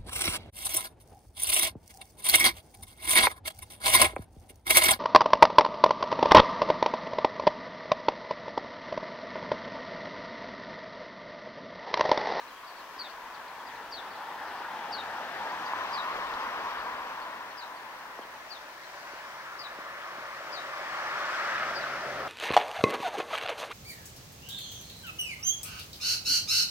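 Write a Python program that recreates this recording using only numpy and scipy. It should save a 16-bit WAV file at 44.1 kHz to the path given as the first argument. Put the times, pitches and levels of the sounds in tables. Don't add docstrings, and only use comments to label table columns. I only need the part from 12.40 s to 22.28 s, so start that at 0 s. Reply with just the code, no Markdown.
import sys
import numpy as np
from scipy import signal
from scipy.fft import rfft, irfft
from scipy.io import wavfile
from scipy.ndimage import uniform_filter1d

SR = 44100
rng = np.random.default_rng(int(sys.argv[2]) if len(sys.argv) > 2 else 0)


def wrap_up_sound(samples):
    columns = np.atleast_2d(samples).T
    tamed = np.clip(columns, -1, 1)
    steps = np.round(tamed * 32767).astype(np.int16)
    wavfile.write(sys.argv[1], SR, steps)


N = 435708
FRAME, HOP = 2048, 512
FRAME_S = np.arange(N // HOP + 3) * HOP / SR
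BIN_HZ = np.fft.rfftfreq(FRAME, 1 / SR)
TIME = np.arange(N) / SR

# [nearest t/s, approach time scale/s, retreat time scale/s,
# tyre roar lost per tenfold distance/dB]
FIRST_PASS = (4.03, 1.986, 0.91, 36.3)
SECOND_PASS = (10.08, 1.366, 1.28, 17.34)
# [t/s, half width/s, tyre roar level/dB]
OPENINGS = [(.6, 0.17, 1.6), (2.1, 0.25, 1.3), (3.65, 0.52, 1), (6.26, 0.36, -2.5), (9.0, 0.59, 7),
            (9.6, 0.26, -2.5)]
# [f/Hz, relative level/dB]
FIRST_ROAR = [(200, -50), (500, -17), (750, -2), (1000, -1), (1300, -0.5), (1750, -2.5), (2100, -10),
              (2600, -12), (3500, -13.5), (5000, -28.5), (8000, -46), (16000, -36)]
SECOND_ROAR = [(200, -28.5), (500, -31), (750, -3.5), (1000, -0.5), (1300, 1), (1750, 2.5), (2100, -1.5),
               (2600, -10), (3500, -13), (5000, -20.5), (8000, -33.5), (16000, -63)]
# [f/Hz, relative level/dB]
FIRST_RUMBLE = [(20, -21), (60, -18), (90, -16), (120, -13), (170, -11), (260, -3.5), (400, -1), (560, 2.5),
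                (680, 3), (900, -21), (2000, -50)]
SECOND_RUMBLE = [(20, -27), (70, -16.5), (110, -17), (170, -14), (240, -11), (350, -3), (470, -4.5),
                 (560, 6), (660, 5.5), (900, -4), (2000, -50)]
# [t/s, f/Hz]
FIRST_TREAD = [(0, 1060), (1.2, 936), (2.9, 863), (3.6, 1060), (5.2, 985)]
SECOND_TREAD = [(6.5, 910), (7.3, 1130), (8.5, 1170), (9.1, 1330), (9.88, 1270)]
# [t/s, lead of the left microphone/ms]
FIRST_LEAD = [(1.9, 0.01), (3.5, 0.13), (6.5, 0.11)]
SECOND_LEAD = [(8.5, -0.12), (9.5, -0.059)]
# [f/Hz, left minus right level/dB]
FIRST_LEAN = [(600, 1), (1200, 1.2), (1700, 3.5), (2500, 6), (3500, 4), (5300, 24), (8000, -5)]
SECOND_LEAN = [(400, 1.2), (650, 0), (1050, 0.4), (1700, 1), (2600, 4.5), (3500, 0), (5300, 16.5),
               (8000, -3)]
# [f/Hz, likeness 0-1]
ROAD_SAME = [(30, 1), (130, 1), (300, 0.92), (600, 0.89), (1000, 0.97), (1600, 0.74), (3000, 0.65),
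             (6000, 0.74), (12000, 0)]
# [multiple of the firing note, relative level/dB]
FIRST_ORDERS = [(1, -3), (2, -2), (3, -2)]
SECOND_ORDERS = [(.5, -10), (1, -1)]
# [t/s, change of level/dB]
FIRST_THROTTLE = (3.9, -3)
SECOND_THROTTLE = (9.15, 10.7)

# [t/s, high note level/dB, delay of low note/s, low note level/dB, pitch factor]
BIRD_CALLS = [(.587, -38.5, 0.048, -44.5, .98), (1.518, -39.5, .046, -42.5, .99),
              (2.521, -37, 0.053, -40.5, 1.0), (3.526, -40.5, 0.043, -41, 1.03),
              (5.169, -47.5, 0.034, -48, 1.04), (6.1, -43.5, .042, -50, 0.98),
              (7.187, -43, 0.046, -45, 1.02), (8.122, -42.5, 0.036, -43.5, 1.02),
              (9.35, -41, .055, -49, 1.025)]
# [length/s, starting f/Hz, final f/Hz]
GRACE_NOTE = (0.02, 5600, 5200)
HIGH_NOTE = (0.0424, 4820, 4300)
LOW_NOTE = (.046, 4010, 3500)
NOTE_ATTACK_S, NOTE_RELEASE_S = 0.0081, 0.0094
GRACE_EARLY_S, GRACE_DB = 0.012, -14.5
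FACING_BIRD_S, TURN_DEG_PER_S = 1.8, 7.6
PORT_DELAY_MS = .14
BIRD_LEAN_DB, SHADE_DB = 5.5, 6.5

# [t/s, level/dB, starting f/Hz, final f/Hz, rise and decay time/s]
KNOCKS_AND_TICKS = [(3.335, -18.5, 1170, 910, 0.00087), (3.38, -51, 8300, 7600, .0005),
                    (3.939, -32.5, 4800, 3280, 0.00028), (5.789, -32, 1360, 198, 0.0022),
                    (5.852, -38, 1100, 299, 0.00056), (6.735, -38.5, 700, 281, 0.00096),
                    (7.387, -38, 705, 190, 0.0013), (7.783, -42, 600, 220, 0.0012)]

# [t/s, middle f/Hz, level/dB]
CHIPS = [(.235, 3950, -57), (.69, 4500, -53), (1.26, 4700, -55), (1.28, 3540, -50), (3.252, 4800, -49),
         (4.29, 4960, -54), (4.37, 3850, -54), (4.81, 4350, -54), (5.1, 4200, -54), (5.815, 3250, -53.5),
         (6.43, 4200, -56)]
TWITTER_HZ, TWITTER_SPREAD_OCT, TWITTER_DB, TWITTER_FADE_S = 3890, .28, -55, 2.0

# [f/Hz, relative level/dB]
LEAVES = [(500, -27), (1700, 3.5), (2500, 3), (3500, -2), (4600, -3), (5800, -5), (7000, -12), (9000, -21),
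          (16000, -27)]
# [t/s, half width/s, level/dB, tilt from 1 to 6 kHz/dB per octave]
HISS_SWELLS = [(3.4, .8, -51.5, 0.5), (4.45, 0.55, -54, -10), (6.62, 0.5, -55.5, 3.5),
               (9.2, 0.98, -48, 1.7)]
CALM_DB = -55

# [t/s, half width/s, level/dB]
PUFFS = [(.85, .1, -72), (1.55, .1, -70), (3.83, 0.19, -62), (4.45, .3, -67)]
# [f/Hz, relative level/dB]
BUFFET_COLOUR = [(10, -3), (30, 7), (60, 8), (100, -15), (200, -8), (600, -45), (2000, -80)]
# [f/Hz, relative level/dB]
HISS = [(100, 0.5), (6000, 2), (10000, 1), (12500, 0), (14500, 4.5), (16000, 3)]
# [f/Hz, left minus right level/dB]
HISS_LEAN = [(5000, 2), (10000, -1.5), (15000, -5.8)]
EDGE_HZ = 15850


def gain_of(db):
    return 10 ** (np.asarray(db) / 20)


def evened(x):
    return x / np.sqrt(np.mean(x ** 2) + 1e-20)


def colour(points, hz=BIN_HZ):
    f, value = np.transpose(points)
    return np.interp(np.log(hz + 1), np.log(f + 1), value)


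def follow(curve, t):
    s, value = np.transpose(curve)
    return np.interp(t, s, value)


def swell(s, width, t):
    return np.exp(-((t - s) / width) ** 2)


def add(mix, s, sound):
    part = mix[:, max(round(s * SR), 0):][:, :sound.shape[1]]
    part += sound[:, :part.shape[1]]


def wander(shape, size):
    x = rng.standard_normal(shape)
    for axis, steps in enumerate(size):
        x = uniform_filter1d(uniform_filter1d(x, steps, axis), steps, axis)
    return evened(x)


def at_level(shape_db, level_db):
    shape = gain_of(shape_db)
    return gain_of(level_db) * shape / np.sqrt(np.mean(shape ** 2, axis=-1, keepdims=True))


def sides(lean_db):
    return gain_of([[lean_db / 2], [-lean_db / 2]])


def noise(magnitude, same, lean_db, lead_ms=0):
    a, b, c, d = rng.standard_normal((4, len(FRAME_S), len(BIN_HZ)))
    same = np.clip(same, -1, 1)
    left = a + 1j * b
    right = same * left + np.sqrt(1 - same ** 2) * (c + 1j * d)
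    right = right * np.exp(-2j * np.pi * BIN_HZ * lead_ms / 1000)
    pair = np.array([left * gain_of(lean_db / 2), right * gain_of(-lean_db / 2)])
    z = magnitude * pair * np.sqrt(3 / FRAME)
    _, sound = signal.istft(z, nperseg=FRAME, noverlap=FRAME - HOP, time_axis=1, freq_axis=2)
    return sound[:, :N]


def whistle(hz, db, lead_ms, lean_db):
    turns = np.cumsum(hz) / SR
    late = turns - hz * lead_ms / 1000
    return gain_of(db) * np.sin(2 * np.pi * np.array([turns, late])) * sides(lean_db)


def scatter(x, t60):
    t = np.arange(SR // 2) / SR
    echoes = rng.random((2, len(t))) < 2500 / SR
    taps = rng.standard_normal((2, len(t))) * echoes * gain_of(-60 * t / t60)
    taps = taps / np.linalg.norm(taps, axis=1, keepdims=True)
    return signal.fftconvolve(x, taps, axes=1)[:, :N]


def road(emerges_s=5.7, emerge_length_s=0.99):
    first = car(FIRST_PASS, FIRST_TREAD, FIRST_ROAR, FIRST_RUMBLE, FIRST_LEAD, FIRST_LEAN,
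                roar_db=-35.0, rumble_db=-47.0, rumble_growth=0.82, rumble_ahead_s=0.092,
                tread_db=9, octave_db=3.5, width_hz=310, brighten=0.11, patchy_db=1.1)
    first += engine(FIRST_PASS, FIRST_ORDERS, FIRST_THROTTLE, firing_hz=85.6, level_db=-70.5,
                    growth=2.1, ahead_s=0.74, throb_db=4.0, exhaust_db=7.5)
    second = car(SECOND_PASS, SECOND_TREAD, SECOND_ROAR, SECOND_RUMBLE, SECOND_LEAD, SECOND_LEAN,
                 roar_db=-36.5, rumble_db=-38.0, rumble_growth=1.85, rumble_ahead_s=-0.3,
                 tread_db=6.5, octave_db=1, width_hz=410, brighten=0.14, patchy_db=1.1)
    second += engine(SECOND_PASS, SECOND_ORDERS, SECOND_THROTTLE, firing_hz=134.5, level_db=-69.5,
                     growth=0.49, ahead_s=0.14, throb_db=2.0, exhaust_db=0.0)
    emerged = .5 + .5 * np.tanh((TIME - emerges_s) / emerge_length_s)
    return first + second * np.sqrt(emerged)


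def nearness_db(passing, t):
    nearest_s, approach_s, retreat_s, fall_db = passing
    time_scale = np.where(t < nearest_s, approach_s, retreat_s)
    distance = np.hypot(1, (t - nearest_s) / time_scale)
    return -fall_db * np.log10(distance)


def car(passing, tread_curve, roar, rumble, lead, lean, roar_db, rumble_db, rumble_growth,
        rumble_ahead_s, tread_db, octave_db, width_hz, brighten, patchy_db):
    t = FRAME_S[:, None]
    heard_db = nearness_db(passing, t) + sum(db * swell(s, width, t) for s, width, db in OPENINGS)
    tread_hz = follow(tread_curve, t)
    tread = 0
    for k, peak_db in enumerate((tread_db, octave_db), 1):
        tread = tread + peak_db / (1 + ((BIN_HZ / k - tread_hz) / (width_hz / 2)) ** 2)
    octaves_up = np.clip(np.log2((BIN_HZ + 1) / 1700), 0, 1)
    treble = brighten * (heard_db - heard_db.max()) * octaves_up
    tyres = at_level(colour(roar) + tread + treble, roar_db + heard_db)
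    body_db = rumble_db + rumble_growth * nearness_db(passing, t + rumble_ahead_s)
    body = at_level(colour(rumble), body_db)
    patches = gain_of(patchy_db * wander(tyres.shape, size=(4, 14)))
    return noise(np.hypot(tyres, body) * patches, colour(ROAD_SAME), colour(lean), follow(lead, t))


def engine(passing, orders, throttle, firing_hz, level_db, growth, ahead_s, throb_db, exhaust_db,
           doppler=.027, waver=0.0066, throttle_s=0.06, exhaust_hz=222, exhaust_width_hz=55):
    change_s, change_db = throttle
    load_db = change_db * (.5 + .5 * np.tanh((TIME - change_s) / throttle_s))
    nearest_s = passing[0]
    hz = firing_hz * (1 - doppler * np.tanh(TIME + ahead_s - nearest_s))
    phase = 2 * np.pi * np.cumsum(hz * (1 + waver * wander(N, size=(3000,)))) / SR
    tones = np.zeros(N)
    for k, order_db in orders:
        tones += np.sin(k * phase) * gain_of(order_db + throb_db * wander(N, size=(4000,)))
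    pipe_db = -20 * np.log10(1 + ((BIN_HZ - exhaust_hz) / exhaust_width_hz) ** 2)
    exhaust = noise(at_level(pipe_db, exhaust_db), same=0.99, lean_db=-2.0)
    heard_db = level_db + load_db + growth * nearness_db(passing, TIME + ahead_s)
    return (np.sqrt(2) * tones + exhaust) * gain_of(heard_db)


def near_bird(bush_db=-8, echo_db=-8.5):
    out = np.zeros((2, N))
    for s, high_db, later, low_db, pitch in BIRD_CALLS:
        side = np.sin(np.radians(TURN_DEG_PER_S * (s - FACING_BIRD_S)))
        add(out, s - GRACE_EARLY_S, note(GRACE_NOTE, high_db + GRACE_DB, pitch, side))
        add(out, s, note(HIGH_NOTE, high_db, pitch, side))
        add(out, s + later, note(LOW_NOTE, low_db, pitch, side))
    return out + gain_of(bush_db) * scatter(out, t60=0.079) + gain_of(echo_db) * scatter(out, t60=0.35)


def note(shape, db, pitch, side, buzz_depth=0.031, buzz_hz=240, buzz_db=2.5, jitter=0.022):
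    length, start_hz, end_hz = shape
    t = np.arange(0, length, 1 / SR)
    envelope = np.minimum(np.minimum(t / NOTE_ATTACK_S, (length - t) / NOTE_RELEASE_S), 1)
    uneven_hz = buzz_hz * (1 + 0.327 * wander(len(t), size=(150,)))
    buzz = np.sin(2 * np.pi * np.cumsum(uneven_hz) / SR)
    hz = pitch * (start_hz + (end_hz - start_hz) * t / length)
    glide = hz * (1 + buzz_depth * buzz + jitter * wander(len(t), size=(100,)))
    lean_db = BIRD_LEAN_DB + SHADE_DB * side
    return envelope * whistle(glide, db + buzz_db * buzz, PORT_DELAY_MS * side, lean_db)


def knocks_and_ticks():
    out, t = np.zeros((2, N)), np.arange(SR // 10) / SR
    for s, db, start_hz, end_hz, decay in KNOCKS_AND_TICKS:
        age = t / decay
        hz = end_hz + (start_hz - end_hz) * np.exp(-age / 1.29)
        add(out, s, whistle(hz, db, lead_ms=0, lean_db=1) * age * np.exp(1 - age))
    return out


def far_birds(chip_s=0.029, fall=.131, count=30):
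    twitter = []
    for when, high in rng.random((count, 2)):
        chip_hz = TWITTER_HZ * 2 ** (TWITTER_SPREAD_OCT * (2 * high - 1))
        twitter.append((-TWITTER_FADE_S * np.log(1 - when), chip_hz, TWITTER_DB))
    out, u = np.zeros((2, N)), np.linspace(0, 1, int(chip_s * SR))
    for s, chip_hz, db in CHIPS + twitter:
        glide = chip_hz * (1 - fall * (u - .5) + 0.052 * wander(len(u), size=(50,)))
        add(out, s, whistle(glide, db, lead_ms=0.036, lean_db=3.0) * np.sin(np.pi * u))
    return out + scatter(out, t60=0.13)


def leaves(patchy_db=1.32, ticks_db=-10.0, ticks_per_s=500, spread_db=0.5, lean_db=4):
    octaves = np.log2(np.clip(BIN_HZ, 1000, 6000) / 3000)
    power = at_level(colour(LEAVES), CALM_DB) ** 2
    for s, width, db, tilt_db in HISS_SWELLS:
        tilted = at_level(colour(LEAVES) + tilt_db * octaves, db)
        power = power + tilted ** 2 * swell(s, width, FRAME_S[:, None])
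    patches = gain_of(patchy_db * wander(power.shape, size=(5, 30)))
    wash = noise(np.sqrt(power) * patches, -0.082, lean_db)
    strength = np.interp(TIME, FRAME_S, np.sqrt(power.mean(1)))
    sizes = gain_of(spread_db * np.minimum(rng.exponential(1, (2, N)), 5))
    signs = rng.choice([-1, 1], (2, N))
    ticks = sizes * signs * (rng.random((2, N)) < ticks_per_s / SR)
    blade_colour = gain_of(colour(LEAVES, np.fft.rfftfreq(N, 1 / SR)))
    ticks = evened(irfft(rfft(ticks) * blade_colour, N))
    return wash + ticks * strength * gain_of(ticks_db) * sides(lean_db)


def microphones(draught_db=-77, hiss_db=-59.5):
    puffs = sum(gain_of(db) * swell(s, width, FRAME_S) for s, width, db in PUFFS)
    pressure = gain_of(draught_db) + puffs
    wind = at_level(colour(BUFFET_COLOUR), 0) * pressure[:, None]
    hiss = at_level(colour(HISS), hiss_db)
    buffet = noise(wind, same=.55, lean_db=1.7)
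    return buffet + noise(hiss, same=0, lean_db=colour(HISS_LEAN))


def scene():
    return road() + leaves() + near_bird() + far_birds() + knocks_and_ticks() + microphones()


def record(dry):
    low_pass = signal.firwin(801, EDGE_HZ, window=("kaiser", 9), fs=SR)
    return signal.oaconvolve(dry, low_pass[None], "same")


dry = scene()
out = record(dry)
wrap_up_sound(out)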